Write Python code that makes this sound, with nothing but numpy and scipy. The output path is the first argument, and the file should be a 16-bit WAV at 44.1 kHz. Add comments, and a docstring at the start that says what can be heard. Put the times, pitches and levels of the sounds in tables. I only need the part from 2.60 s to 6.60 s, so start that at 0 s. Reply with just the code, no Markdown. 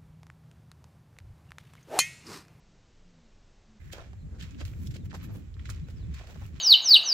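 """Footsteps through dry brush, cutting in after a quiet mono opening of hiss and faint low tones.
Brittle fracture makes the steps: soles crush stalks and clods in showers of impulses, and twigs snap.
Grass sweeps along the legs, and stiff stems scrape across cloth by stick-slip friction.
Turbulent wind rumbles and thumps on the microphone, while a small bird whistles far off."""
import sys
import numpy as np
from scipy import signal
from scipy.fft import rfft, irfft
from scipy.io import wavfile
from scipy.ndimage import uniform_filter1d

SR = 44100
rng = np.random.default_rng(int(sys.argv[2]) if len(sys.argv) > 2 else 0)


def int16_out(signal):
    """Quantize to a 16-bit WAV file."""
    q = np.round(np.clip(np.atleast_2d(signal).T, -1, 1) * 32767)
    wavfile.write(sys.argv[1], SR, q.astype(np.int16))


N = 176400


def undb(db):
    """Amplitude ratio of a level in decibels."""
    return 10 ** (np.asarray(db) / 20)


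def unit(x):
    """Normalisation to an rms of 1."""
    return x / np.sqrt(np.mean(x ** 2) + 1e-20)


def colour(x, points):
    """Minimum-phase filter of unit power through (frequency [Hz], level [dB]) points."""
    hz, db = np.array(points, float).T
    gain = unit(undb(np.interp(np.log(np.fft.rfftfreq(2 * N, 1 / SR) + 1), np.log(hz), db)))
    cepstrum = irfft(np.log(gain))
    cepstrum[1:N] *= 2
    cepstrum[N + 1:] = 0
    return irfft(rfft(x, 2 * N) * np.exp(rfft(cepstrum)))[..., :N]


def band(x, hz, kind, order=2):
    """Butterworth filter: a maximally flat passband."""
    return signal.sosfilt(signal.butter(order, hz, kind, fs=SR, output="sos"), x)


def ring(x, hz, width):
    """Second-order resonance of fractional bandwidth width = 1/Q."""
    return signal.lfilter(*signal.iirpeak(hz, 1 / width, fs=SR), x)


def wander(rate_hz):
    """Smoothed random fluctuation of rms 1."""
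    hold = int(SR / rate_hz)
    steps = np.repeat(rng.standard_normal(N // hold + 1), hold)
    return unit(uniform_filter1d(uniform_filter1d(steps, hold), hold)[:N])


def pair(correlation):
    """Partially coherent white noise, left and right."""
    common = np.sqrt(correlation) * rng.standard_normal(N)
    return common + np.sqrt(1 - correlation) * rng.standard_normal((2, N))


def pan(x, db):
    """Interaural level difference, left minus right; negative leans right."""
    return x * undb(np.array([[db], [-db]]) / 2)


def scatter(x, tail_db, tail_s):
    """Scattering by nearby stems and ground adds a diffuse tail, different at each ear."""
    t = np.arange(SR // 10) / SR
    tail = unit(rng.standard_normal((2, len(t))) * np.exp(-t / tail_s)) / np.sqrt(len(t))
    return x + undb(tail_db) * signal.fftconvolve(np.atleast_2d(x), tail, axes=1)[:, :N]


def glides(t, rows, waver, flutter_db):
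    """Frequency modulation: sine tones swell and fade along parabolic pitch curves."""
    tones = np.zeros(N)
    drift = 1 + waver * wander(90)
    flutter = undb(flutter_db * wander(50))
    for start, length, first_hz, middle_hz, last_hz, db in rows:
        progress = np.clip((t - start) / length, 0, 1)
        hz = np.polyval(np.polyfit([0, .5, 1], [first_hz, middle_hz, last_hz], 2), progress) * drift
        envelope = np.sqrt(2 * np.abs(np.sin(np.pi * progress)))
        tones += undb(db) * envelope * np.sin(2 * np.pi * np.cumsum(hz) / SR)
    return tones * flutter


def burst(t, peak, rise, decay, per_s, spread_db, max_lag_s=.00026):
    """Shot noise that swells and decays; each impulse has its own size and interaural delay."""
    swell = np.clip(1 + (t - peak) / (2.74 * rise), 0, 1) ** 2
    envelope = swell * np.exp(-np.clip((t - peak) / decay, 0, 30))
    place, size, sign, side = rng.random((int(per_s * N / SR), 4)).T
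    sizes = undb(-spread_db * np.log(np.maximum(1 - size, .02))) * np.sign(sign - .5)
    lag = (side - .5) * max_lag_s * SR
    impulses = [np.bincount((place * N + ear * lag).astype(int) % N, sizes, N) for ear in (1, -1)]
    x = np.array(impulses) * envelope
    return x * np.sqrt(2 * np.sum(envelope ** 2) / (np.sum(x ** 2) + 1e-20))


def fractures(t, rows, per_s, spread_db, crossover_hz=7500):
    """Superposed showers of plant fractures; finer stems radiate more treble."""
    body, fine = 0, 0
    for peak, rise, decay, db, treble_db in rows:
        shower = undb(db) * burst(t, peak, rise, decay, per_s, spread_db)
        body += shower
        fine += undb(treble_db) * shower
    treble_share = 1 / (1 + (crossover_hz / (np.fft.rfftfreq(N, 1 / SR) + 1)) ** 5)
    return irfft(rfft(body) * (1 - treble_share) + rfft(fine) * treble_share, N)


def hiss():
    """Stationary band-limited noise, alike in both ears."""
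    # hiss spectrum (frequency [Hz], relative density [dB])
    spectrum = [(12, -34.5), (20, 7.5), (39, -4.5), (157, -13), (264, -18), (598, -23), (1140, -28.5),
                (1350, -29), (6460, -34.5), (7500, -37.5), (9750, -41), (16500, -120)]
    noise = colour(rng.standard_normal(N), spectrum)
    return undb(-58) * unit(band(noise, hz=8010, kind="lowpass", order=18))


def low_tones(t):
    """Faint, nearly sinusoidal tones that bend in pitch."""
    # tones (start [s], length [s], first pitch [Hz], middle pitch [Hz], last pitch [Hz], level [dB])
    notes = [(0.057, 0.1, 180, 176, 150, -61.5), (0.388, 0.26, 180, 174, 143, -63),
             (.48, .26, 265, 238, 202, -69.5), (0.42, 0.27, 370, 510, 440, -78),
             (1.05, 0.14, 200, 221, 199, -60)]
    return glides(t, notes, waver=0.0044, flutter_db=2.5)


def air():
    """Ambient noise of the open air, only weakly coherent between the ears."""
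    # ambient spectrum (frequency [Hz], relative density [dB])
    spectrum = [(100, -0.5), (400, 7.5), (1000, -4), (1900, -3.5), (3000, -8.5), (5500, -14), (7500, -8.5),
                (8600, -23.5), (12500, -23), (16000, -26.5)]
    gain = undb(-66.5 + 0.27 * wander(5.54))
    return pan(gain * colour(pair(0.22), spectrum), db=-4.5)


def wind(t):
    """Turbulent pressure rumbles on the microphone ports; large eddies reach both nearly alike."""
    # strength of the large and of the small eddies (time [s], level [dB])
    large_levels = [(1.2, -45), (1.42, -45.5), (1.6, -46.5), (1.7, -43.5), (1.88, -43.5), (2.03, -40.5),
                    (2.2, -42.5), (2.4, -42.5), (2.74, -44.5), (2.9, -44.5), (3.1, -37.5), (3.22, -43),
                    (3.4, -39.5), (3.55, -41), (3.68, -45.5), (3.84, -40), (4.0, -49)]
    small_levels = [(1.2, -58.5), (1.55, -53), (1.93, -48.5), (2.02, -46), (2.4, -44.5), (2.52, -47),
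                    (2.62, -44.5), (2.68, -43.5), (2.78, -42.5), (2.9, -58), (3.1, -48), (3.22, -50.5),
                    (3.32, -46.5), (3.47, -46.5), (3.66, -58.5), (3.8, -46.5), (3.89, -54), (4.0, -46.5)]
    # their spectra (frequency [Hz], relative density [dB])
    large_spectrum = [(15, -26.5), (30, -12), (50, -1.5), (66, -0.5), (82, 2), (105, -4), (130, -9.5),
                      (180, -30), (400, -52), (3000, -83)]
    small_spectrum = [(40, -13.5), (100, -16.5), (140, 0), (200, -6), (300, -13.5), (400, -21), (470, -27),
                      (900, -49), (3000, -68.5)]
    large = unit(colour(pair(0.82), large_spectrum))
    large *= undb(np.interp(t, *np.array(large_levels).T) + 1.63 * wander(21.935))
    small = unit(colour(pair(0.36), small_spectrum))
    small *= undb(np.interp(t, *np.array(small_levels).T) + 2 * wander(28.005))
    return large + small


def stems(t):
    """Stick-slip friction on cloth drives each stiff stem at its own resonance."""
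    # scrapes (peak [s], rise [s], decay [s], relative level [dB], resonance [Hz])
    scrapes = [(1.202, 0.0037, .04, -64, 1880), (1.27, .015, 0.066, -69, 1620),
               (2.568, .008, 0.018, -70, 12400), (2.638, 0.01, 0.013, -61, 12500),
               (2.642, 0.011, 0.011, -69, 9700), (2.735, 0.018, 0.022, -69, 12300),
               (2.77, .015, .015, -71, 9600)]
    x = 0
    for peak, rise, decay, db, hz in scrapes:
        slips = burst(t, peak, rise, decay, per_s=3600, spread_db=6)
        width = 0.12 * (10000 / hz) ** 0.67
        x += undb(db) * slips.std() * unit(ring(ring(slips, hz, width), hz, width))
    return pan(x, db=-12.5)


def grass(t):
    """Dense, tiny fractures merge into a rustle as grass sweeps along the legs and springs back."""
    # sweeps (peak [s], rise [s], decay [s], relative level [dB], treble gain [dB])
    sweeps = [(1.265, 0.055, 0.1, -64, 0), (1.346, 0.0089, 0.04, -51, -18), (1.40, 0.018, 0.088, -58, -20),
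              (1.84, 0.033, 0.12, -56.5, -8), (2.07, 0.037, 0.091, -59.5, 3.5),
              (2.242, 0.052, 0.017, -61, 8.5), (2.459, 0.012, 0.0078, -58, 3.5),
              (2.60, 0.016, 0.11, -57, -18), (2.643, 0.013, 0.013, -53.5, 2.5),
              (2.76, 0.033, 0.032, -63, 8), (2.86, 0.16, 0.12, -69.5, -19), (2.999, 0.018, 0.17, -63, -20),
              (3.125, 0.051, 0.1, -56.5, -12), (3.288, 0.011, 0.041, -63.5, 2),
              (3.39, 0.074, 0.33, -65, -12), (3.588, 0.046, 0.068, -51.5, -13),
              (3.70, 0.018, 0.054, -56, -2), (3.841, 0.084, 0.053, -58.5, -0.5),
              (3.975, 0.029, 0.016, -56, -14)]
    # rustle spectrum (frequency [Hz], relative density [dB])
    spectrum = [(200, -27), (700, -16), (1050, 0.5), (1500, 2.5), (2400, 3), (3500, -1.5), (5000, -5.5),
                (7400, -5), (8600, -16.5), (11000, -14.5), (12500, -9.5), (13800, -12.5), (16000, -8.5)]
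    rustle = colour(fractures(t, sweeps, per_s=4000, spread_db=3.5), spectrum)
    return pan(scatter(rustle, tail_db=-10.5, tail_s=0.011), db=-5)


def buffets(t):
    """Single eddies thump the ports for a few cycles; their phase difference grows with frequency."""
    # pressure pulses (peak [s], Gaussian width [s], level [dB], pitch [Hz])
    pulses = [(1.28, 0.016, -46.5, 150), (1.576, 0.0091, -38.5, 79), (1.657, 0.011, -41, 154),
              (1.731, 0.012, -36, 69.2), (1.793, 0.012, -41, 69), (1.833, 0.011, -44.5, 151),
              (1.984, 0.035, -45.5, 230.3), (2.047, 0.017, -31.5, 86), (2.16, 0.034, -37.5, 100),
              (2.218, 0.016, -35, 84), (2.24, 0.029, -43.5, 175.3), (2.267, 0.014, -37.5, 70.3),
              (2.30, .012, -32, 118.9), (2.348, 0.0072, -35, 155.5), (2.432, .008, -52.5, 245.5),
              (2.451, .014, -35.5, 101), (2.485, 0.022, -45, 144.4), (2.594, .018, -41, 85.7),
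              (2.702, 0.006, -47, 272), (2.725, 0.015, -35, 97.3), (2.774, .03, -56, 281.7),
              (3.008, 0.025, -38, 70.36), (3.108, 0.03, -41, 79.5), (3.233, 0.0098, -35.5, 143),
              (3.487, 0.024, -40, 148.8), (3.522, 0.0197, -34.5, 75.7)]
    radians_per_hz, pitch_wander = 0.0086, 0.1576
    x = 0
    for peak, width, db, hz in pulses:
        envelope = np.exp(-.5 * ((t - peak) / width) ** 2)
        port_phase = radians_per_hz * hz * rng.choice([-1, 1]) * np.array([[.5], [-.5]])
        cycles = rng.random() + np.cumsum(hz * (1 + pitch_wander * wander(120))) / SR
        x += undb(db) * np.sqrt(2) * envelope * np.sin(2 * np.pi * cycles + port_phase)
    return x


def twigs(t):
    """Brittle fracture: each twig splinters for a moment, then cracks in a broad resonance."""
    # cracks of twigs and grit (peak [s], relative level [dB], resonance [Hz])
    snaps = [(1.303, -48, 1450), (1.388, -40, 1200), (1.398, -42, 1250), (1.406, -50.5, 2880),
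             (1.445, -50, 1870), (1.531, -55, 2160), (1.811, -38, 3080), (1.828, -42, 2900),
             (1.842, -45, 2670), (1.909, -50, 5300), (1.947, -52.5, 3400), (2.008, -45, 2400),
             (2.016, -39, 1870), (2.081, -45, 3880), (2.136, -48.5, 1890), (2.272, -40, 4520),
             (2.341, -56, 4020), (2.365, -48, 2750), (2.516, -41, 1900), (2.548, -47, 1990),
             (2.762, -53.5, 3050), (2.942, -52, 3840), (2.968, -51, 1540), (2.996, -43.5, 2230),
             (3.056, -40.5, 1780), (3.093, -38.5, 1420), (3.101, -34.5, 5830), (3.107, -38.5, 1400),
             (3.147, -50, 5030), (3.161, -53.5, 5100), (3.198, -53, 4000), (3.285, -53, 2010),
             (3.54, -52, 3780), (3.637, -55, 2300), (3.746, -53, 4440), (3.813, -49, 1700),
             (3.855, -50, 2080)]
    splinter_s, decay_s = 0.00088, 0.0016
    x = 0
    for peak, db, hz in snaps:
        falloff = np.where(t < peak, (peak - t) / splinter_s, (t - peak) / decay_s)
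        crack = unit(band(pair(0.14), [hz * 0.71, hz * 1.334], "bandpass"))
        x += undb(db) * np.exp(-np.clip(falloff, 0, 30)) * crack
    return pan(undb(-3) * scatter(x, tail_db=-3, tail_s=0.008), db=-4)


def stalks(t):
    """Dry stalks fracture under the load of a sole in short, coarse crunches."""
    # crunches (peak [s], rise [s], decay [s], relative level [dB], treble gain [dB])
    crunches = [(1.333, 0.0086, 0.0048, -40.5, -2), (1.813, 0.015, 0.0059, -48, -13),
                (1.826, 0.0028, 0.011, -44, -8), (2.013, 0.018, .01, -46, -17),
                (2.052, .001, 0.008, -44.5, -0.5), (2.276, 0.018, 0.003, -54.5, 6.5),
                (2.312, 0.0049, 0.014, -53, -2), (2.343, 0.0023, 0.016, -50, -6),
                (2.367, 0.0077, 0.0024, -47, -8), (2.511, 0.0091, 0.0091, -53.5, -31),
                (2.552, 0.0094, 0.0099, -47, -5.5), (3.058, 0.0052, 0.016, -50, -15),
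                (3.094, 0.0051, 0.019, -52.5, 2), (3.105, 0.0018, 0.0037, -43.5, 0),
                (3.305, 0.0037, 0.0062, -55, -3), (3.544, 0.0036, 0.0094, -49, -4),
                (3.672, .003, 0.0049, -51, -6), (3.865, 0.0029, 0.0027, -64, 16),
                (3.998, 0.0038, .01, -55, -8)]
    # crunch spectrum (frequency [Hz], relative density [dB])
    spectrum = [(200, -33), (700, -45), (1100, -16.5), (1450, -0.5), (2300, 1), (3400, 0.5), (5000, -2.5),
                (6200, -5), (7400, -1), (8600, -13.5), (12500, -10), (16000, -13)]
    crunch = colour(fractures(t, crunches, per_s=3200, spread_db=1.5), spectrum)
    return pan(scatter(crunch, tail_db=-8.5, tail_s=0.033), db=-5)


def clods(t):
    """Granular crumbling of dry soil underfoot; smaller clods resonate higher."""
    # weight landing on clods (peak [s], rise [s], decay [s], relative level [dB], resonance [Hz])
    treads = [(1.334, 0.005, 0.027, -50, 560), (1.385, .023, 0.043, -50, 620),
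              (1.531, 0.0012, 0.0043, -52.5, 880), (1.755, 0.056, 0.091, -61.5, 414),
              (2.016, .016, 0.012, -47.5, 526), (2.14, 0.053, 0.072, -68, 474),
              (2.362, 0.01, 0.0036, -55, 490), (2.434, 0.0063, 0.028, -67, 497),
              (2.532, .0033, .006, -47.5, 770), (2.546, 0.0034, 0.01, -41, 810),
              (2.56, 0.0039, 0.0032, -50.5, 800), (2.64, 0.029, 0.011, -62, 1240),
              (2.704, 0.021, 0.015, -58, 750), (2.754, .022, 0.028, -56.5, 467),
              (3.102, 0.0088, 0.013, -55, 1360), (3.284, .002, 0.013, -53.5, 560),
              (3.40, 0.033, 0.079, -69.5, 550), (3.608, 0.0079, 0.0079, -51.5, 680),
              (3.637, .002, 0.011, -52, 616), (3.695, 0.018, 0.031, -54.5, 606),
              (3.759, 0.0039, 0.0085, -51.5, 990), (3.815, .002, 0.017, -52, 880)]
    # dull response of the soil (frequency [Hz], relative gain [dB])
    soil = [(80, -26.5), (250, -1), (420, 0), (800, -5), (1100, -6.5), (1500, -3.5), (2500, -15.5),
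            (6000, -15), (16000, -46)]
    x = 0
    for peak, rise, decay, db, hz in treads:
        grains = burst(t, peak, rise, decay, per_s=760, spread_db=2)
        x += undb(db) * (grains + undb(7.5) * ring(grains, hz, width=0.38))
    return pan(undb(-2.5) * scatter(colour(x, soil), tail_db=-20, tail_s=0.052), db=-1.6)


def bird(t):
    """Gliding whistles from far off, where scattered sound outweighs direct sound."""
    # calls (start [s], length [s], first pitch [Hz], middle [Hz], last [Hz], direct level [dB])
    whistles = [(1.578, 0.071, 4250, 4010, 3450, -77), (2.168, 0.061, 4600, 4300, 4030, -82),
                (2.39, .05, 4100, 3750, 3450, -78), (3.232, 0.054, 3630, 4060, 3980, -75),
                (3.357, 0.09, 5330, 4330, 3300, -70.5)]
    direct = glides(t, whistles, waver=0.0123, flutter_db=2.5)
    return scatter(direct, tail_db=1.5, tail_s=0.014)


def scene():
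    """Sources add by superposition; a brief crossfade cuts from the mono opening to the walk."""
    t = np.arange(N) / SR
    cut_s, crossfade_s = 1.196, 0.015
    opening = hiss() + low_tones(t)
    background = air() + bird(t)
    steps = stalks(t) + grass(t) + clods(t) + twigs(t) + stems(t)
    walk = background + steps + wind(t) + buffets(t)
    fade = np.clip((t - cut_s) / crossfade_s + .5, 0, 1)
    return (1 - fade) * opening + fade * walk


def record(dry):
    """Band limiting: a steep elliptic low-pass removes the highest treble."""
    cutoff_hz = 15850
    return signal.sosfilt(signal.ellip(10, .2, 70, cutoff_hz, fs=SR, output="sos"), dry)


dry = scene()
out = record(dry)
int16_out(out)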